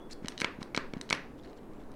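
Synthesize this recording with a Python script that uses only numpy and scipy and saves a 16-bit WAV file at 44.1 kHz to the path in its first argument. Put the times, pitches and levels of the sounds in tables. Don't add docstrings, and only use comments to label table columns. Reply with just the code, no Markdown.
import sys
import numpy as np
from scipy import signal
from scipy.fft import rfft, irfft, next_fast_len
from scipy.io import wavfile
from scipy.ndimage import uniform_filter1d

SR = 44100
rng = np.random.default_rng(int(sys.argv[2]) if len(sys.argv) > 2 else 0)


def waveform_to_disk(signal):
    frames = np.transpose(np.atleast_2d(signal))
    scaled = np.clip(frames, -1, 1) * 32767
    samples = np.round(scaled).astype(np.int16)
    wavfile.write(sys.argv[1], SR, samples)


def undo_db(level):
    steps = np.asarray(level, float) / 20
    return 10 ** steps


N = 85995
T = np.arange(1400) / SR
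ECHO_S, ECHO_DB = 0.0031, -12.5


def unit(x):
    return x / np.sqrt(np.mean(x ** 2) + 1e-20)


def along(points, hz):
    f, v = np.transpose(points)
    return np.interp(np.log(hz + 1), np.log(f + 1), v)


def filtered(x, response):
    m = next_fast_len(len(x) + SR // 4)
    spectrum = rfft(x, m) * response(np.fft.rfftfreq(m, 1 / SR))
    return irfft(spectrum, m)[:len(x)]


def later(sound, s):
    return filtered(sound, lambda f: np.exp(-2j * np.pi * f * s))


def add(track, s, sound):
    at = round(s * SR)
    track[..., at:at + sound.shape[-1]] += sound[..., :max(N - at, 0)]


def knocks():
    # t/s, peak level/dB, hardness/(dB per octave), hollow thump/dB, rebound/dB
    blows = [
        (0.2471, -36, -22, -23, -2),
        (0.4171, -11.5, -3, -0.5, -23),
        (0.4451, -13.5, -4, 0, 3),
        (0.6125, -40, -8, -18, -2),
        (0.747, -24.5, -7, 3.5, 8),
        (0.7757, -12, -0.5, 3.5, 0),
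        (0.9365, -26, -2, 9.5, -4),
        (1.1071, -17.5, -12, 1.5, 4.5),
        (1.1272, -12, 2, -1.5, 5),
    ]
    # level/dB near 1000, 1500, 3000 and 4100 Hz
    spots = [(0, 0, -4, 0), (9, -4.5, -11, 1), (8, -7, 13.5, -25), (3, -3, 1, 3), (-9, -5, 5, 1),
             (11, 11, 5, 11), (9, 7, 0, -8), (-4, -1, -15, -8), (-15, -25, 16, 0.5)]
    spot_hz = [1000, 1500, 2200, 3000, 4100, 5500]
    # f/Hz, level/dB, t60/s
    shell = [(1040, -14, 0.027), (1558, 10, 0.014), (2224, 11, 0.015), (2650, 5, 0.0057),
             (3460, -9.5, 0.013), (4040, 1, 0.013), (5200, -3, 0.0073), (5580, 5.5, 0.013),
             (6530, -2.5, 0.0043), (8800, -2.5, 0.00067), (11000, -14.5, 0.014)]
    rise_s, rebound_s = 0.00031, 0.00091
    hollow_hz, hollow_t60, hollow_rise_s = 278, 0.007, 0.000077

    out = np.zeros((2, N))
    hz, level, t60 = np.transpose(shell)
    thump = push(hollow_hz, hollow_t60, hollow_rise_s)
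    for (s, db, hard_db, thump_db, rebound_db), (low, second, mid, high) in zip(blows, spots):
        favoured = level + np.interp(hz, spot_hz, [low, second, 0, mid, high, 0])
        blow = ring(np.transpose([hz, favoured, t60]), hard_db, 238, rise_s)
        blow = blow + undo_db(rebound_db) * later(blow, rebound_s)
        blow = blow + undo_db(ECHO_DB) * later(blow, ECHO_S)
        add(out, s, undo_db(db - 0.5) * radiated(blow))
        add(out, s, undo_db(db + thump_db) * thump)
    return out


def ring(modes, slope_db, low_hz, rise_s):
    spread_db, spread_hz = 1.5, 0.015
    longest_t60 = 0.0085
    crack_db, crack_t60 = 2, 0.005
    click_db, click_s = 5, 0.00006

    hz, db, t60 = np.transpose(modes)[:, :, None]
    db = db + slope_db * np.log2(np.maximum(hz, 2000) / 4000)
    luck = rng.standard_normal((2, len(modes), 1))
    decay = undo_db(db + spread_db * luck[0] - 60 * T / np.minimum(t60, longest_t60))
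    tones = decay * np.sin(2 * np.pi * hz * (1 + spread_hz * luck[1]) * T)

    def crack_colour(f):
        above_top = np.maximum(f - hz.max(), 0) / 1000
        return undo_db(np.interp(f, hz[:, 0], db[:, 0], -40) - 4.0 * above_top)

    crack = filtered(rng.standard_normal(len(T)), crack_colour)
    crack = undo_db(crack_db - 60 * T / crack_t60) * crack
    click = undo_db(click_db + db.max()) * np.exp(-(T / click_s - 2) ** 2)
    sound = (crack - tones.sum(axis=0)) * (1 - np.exp(-T / rise_s)) - click
    sound = filtered(sound, lambda f: (-f * f / (low_hz ** 2 - f * f + 1.4j * f * low_hz)) ** 2)
    return sound / abs(sound).max()


def push(hz, t60, rise_s):
    return -undo_db(-60 * T / t60) * (1 - np.exp(-T / rise_s)) * np.sin(2 * np.pi * hz * T)


def radiated(sound):
    blur_hz = 1200
    bins = max(round(blur_hz * len(sound) / SR), 1)
    power = uniform_filter1d(abs(rfft(sound)) ** 2, size=bins)
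    pulse = irfft(np.sqrt(abs(power)), len(sound))
    return np.array([sound, np.roll(pulse, shift=80)])


def ticks():
    # t/s, peak level/dB, lowest ringing f/Hz, slope/(dB per octave)
    snaps = [(0.1002, -57, 6500, 10), (.1095, -41, 4500, 1), (.7532, -35, 3000, 1),
             (0.2588, -32, 1200, -10.5), (0.2717, -39, 1000, -11), (0.2835, -18.5, 840, 1.5),
             (0.3215, -35.5, 1200, -13), (.378, -26.5, 2400, -9.5), (0.3882, -36, 2520, -6),
             (0.3972, -35, 1510, -4), (.402, -22, 1470, -0.5), (.411, -25, 1500, 3.5),
             (0.6285, -29, 710, -3), (0.7638, -23, 4320, -8.5), (0.773, -45, 3000, -6),
             (0.9716, -40, 1500, -23), (0.98, -48, 1500, -10), (1.0127, -25.5, 1000, -1),
             (1.0916, -31.5, 1500, -12), (1.1012, -21, 4240, -3.5), (1.149, -32, 2510, -3.5),
             (1.427, -52, 1500, -14), (1.4347, -57, 2470, 3), (1.4744, -48, 1770, -15),
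             (1.5311, -46.5, 1000, -12), (1.589, -55, 2500, -15), (1.837, -56, 1200, -6),
             (1.941, -49, 1200, -18), (1.632, -57, 1500, -14), (1.735, -55, 2050, -7),
             (1.9171, -48.5, 2020, 4)]
    # f/Hz, level/dB, t60/s
    seam = [(1110, -11, 0.01), (1900, -1, 0.0068), (2400, -5.5, 0.0031), (3000, 3, 0.018),
            (3870, 8.5, 0.0084), (4320, -16, 0.0015), (5015, 5.5, 0.013), (6010, 5.5, 0.011),
            (6820, -2, 0.013), (8250, 1.5, 0.0074), (9480, -2, 0.012), (10370, -2, 0.0051),
            (11800, -50, .005), (13900, -18, 0.0071)]
    # t/s, peak level/dB, f/Hz
    specks = [(.1098, -52, 4500), (0.111, -42, 7140), (.112, -37, 4180), (0.1116, -40, 6200),
              (0.116, -39, 6950), (.1192, -49, 7300), (0.1207, -39, 4140), (.1236, -34.5, 5180),
              (0.125, -48.5, 9670), (0.1288, -29, 4560), (.1315, -43, 4300), (.133, -45, 7640),
              (0.136, -54, 4900), (1.446, -44, 1830), (1.457, -42.5, 1900), (1.49, -54, 4340),
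              (1.508, -60, 4170), (1.567, -57, 4270), (1.574, -56, 7000), (1.574, -61, 5100),
              (1.411, -55, 3300), (1.381, -60, 4300), (1.397, -46, 3440), (1.397, -60, 5700),
              (1.435, -49, 3720), (1.4472, -43.5, 4220), (1.458, -50, 4400), (1.476, -52, 4000),
              (1.498, -49, 4200), (1.497, -56.5, 6500), (1.585, -50, 3020), (1.58, -58, 7200),
              (1.802, -51, 3400), (0.6177, -28, 1090), (.004, -48.5, 3130)]
    snap_rise_s, speck_peak_s = 0.00023, 0.0009

    out = np.zeros((2, N))
    for s, db, low_hz, slope_db in snaps:
        snap = ring(seam, slope_db, 0.78 * low_hz, snap_rise_s)
        snap = snap + undo_db(ECHO_DB - 2.5) * later(snap, ECHO_S)
        add(out, s, undo_db(db) * radiated(snap))
    u = T / speck_peak_s
    swell = (u * np.exp(1 - u)) ** 2
    for s, db, hz in specks:
        add(out, s, undo_db(db - 7) * swell * np.sin(2 * np.pi * hz * T))
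    return out


def pads():
    # t/s, peak level/dB, way (1 pushing in, -1 letting go)
    thuds = [
        (0.2223, -40.5, -1),
        (0.2457, -32, -1),
        (0.5873, -38.5, 1),
        (0.6161, -35, -1),
        (0.9665, -30.5, 1),
        (0.976, -40.5, -1),
    ]
    # start t/s, length/s, level/dB, lowest f/Hz
    rubs = [
        (0.092, 0.047, -58.5, 1610),
        (0.11, 0.029, -54, 4100),
        (0.222, 0.053, -61, 1510),
        (0.601, 0.031, -57, 1960),
        (0.953, 0.011, -64, 1486),
        (1.377, 0.022, -67, 2430),
        (1.43, 0.04, -66.5, 2430),
        (1.467, 0.058, -72, 3000),
        (1.561, 0.025, -69, 3000),
        (1.787, 0.05, -68.5, 1500),
    ]
    # f/Hz, level/dB
    rub_colour = [(1000, 25), (2200, 13), (4500, 3.5), (7000, -2), (10000, -12), (15000, -26)]
    pad_hz, pad_t60, pad_rise_s = 222, 0.027, 0.00042
    grains_per_s, grain_db = 9000, 2.2

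    out = np.zeros(N)
    for s, db, way in thuds:
        add(out, s, np.sign(way) * undo_db(db + 6.5) * push(pad_hz, pad_t60, pad_rise_s))
    for s, length, db, low_hz in rubs:
        luck = rng.random((3, SR // 10))
        happens = luck[0] < grains_per_s / SR
        grains = happens * undo_db(-grain_db * np.log(luck[1] + 1e-9)) * (luck[2] - 0.5)
        grains = filtered(grains, lambda f: undo_db(along(rub_colour, f)) / np.sqrt(1 + (low_hz / (f + 1)) ** 20))
        u = np.arange(SR // 10) / SR / length
        stroke = np.clip(4 * u, 0, 1) * np.clip(5 * (1 - u), 0, 1)
        add(out, s, undo_db(db) * unit(grains) * stroke)
    return out


def room(x):
    # f/Hz, t60/s
    decay = [(200, 0.35), (1000, 0.35), (2200, 0.35), (5000, 0.33), (10000, 0.17)]
    # f/Hz, level/dB
    tail_colour = [(200, -4.5), (700, -4), (1500, 2), (3000, -8.5), (7000, -10), (12000, 1)]
    gap_s, rise_s = 0.0031, 0.0036

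    out, step = np.zeros(N), SR // 40
    for at in range(0, N, step):
        hz, t, z = signal.stft(rng.standard_normal(SR // 3), SR, nperseg=128)
        fall_db = along(tail_colour, hz)[:, None] - 60 * t / along(decay, hz)[:, None]
        shape = undo_db(fall_db) * (1 - np.exp(-t / rise_s))
        tail = signal.istft(z * shape, SR, nperseg=128)[1]
        tail = tail / np.linalg.norm(tail)
        add(out, at / SR + gap_s, signal.fftconvolve(x[at:at + step], tail))
    return out


def whistle():
    # t/s, f/Hz, level/dB
    course = [
        (0, 3400, -87),
        (0.022, 3400, -64.5),
        (.05, 3400, -70.5),
        (.085, 3390, -78),
        (.15, 3390, -74),
        (0.202, 3380, -79),
        (.25, 3380, -86),
    ]
    s, hz, db = np.transpose(course)
    t = np.arange(N) / SR
    phase = 2 * np.pi * np.cumsum(np.interp(t, s, hz)) / SR
    return np.sqrt(2) * undo_db(np.interp(t, s, db, right=-120)) * np.sin(phase)


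def background():
    # f/Hz, level/(dB per Hz)
    air_colour = [(35, 1), (60, -1.5), (124, -7), (371, -1), (968, -9), (1510, -16.5), (2840, -27),
                  (3420, -31), (16000, -41)]
    # f/Hz, level/(dB per Hz)
    rumble_colour = [(3, -22), (10, 11), (25, -22.5), (50, -6), (90, -50)]
    # f/Hz, level/dB, width/Hz
    hums = [(131, -64, 9.6), (234, -56.5, 75), (284, -57.5, 49), (384, -56, 150)]
    air_db, rumble_db = -53, -50

    z = signal.stft(rng.standard_normal(N), nperseg=512)[2]
    patches = uniform_filter1d(rng.standard_normal(z.shape), 6, 0)
    patches = uniform_filter1d(patches, 10, 1)
    patchy = signal.istft(z * undo_db(1.5 * unit(patches)), nperseg=512)[1][:N]
    air = undo_db(air_db) * unit(filtered(patchy, lambda f: undo_db(along(air_colour, f))))

    rumble = filtered(rng.standard_normal(N), lambda f: undo_db(along(rumble_colour, f)) * (f > 2) * (f < 100))
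    rumble = undo_db(rumble_db) * unit(rumble)

    hum = np.zeros(N)
    for hz, db, width in hums:
        band = filtered(rng.standard_normal(N), lambda f: 1 / (1 + ((f - hz) / width) ** 2))
        hum += undo_db(db) * unit(band)
    return air + rumble + hum


def microphone(x):
    low_hz, top_hz = 140, 11500
    return filtered(x, lambda f: (1j * f / (low_hz + 1j * f)) ** 2 / (1 + 1j * f / top_hz))


def scene():
    room_db = -10
    hits = knocks() + ticks()
    skin = pads()
    near, walls = [microphone(x) for x in hits]
    reverb = undo_db(room_db) * room(walls + undo_db(-1) * skin)
    return (near + skin + reverb + whistle() + background())[None]


def band_limit(x):
    return signal.sosfilt(signal.butter(12, 16200, fs=SR, output="sos"), x)


def record(dry):
    return band_limit(dry)


dry = scene()
out = record(dry)
waveform_to_disk(out)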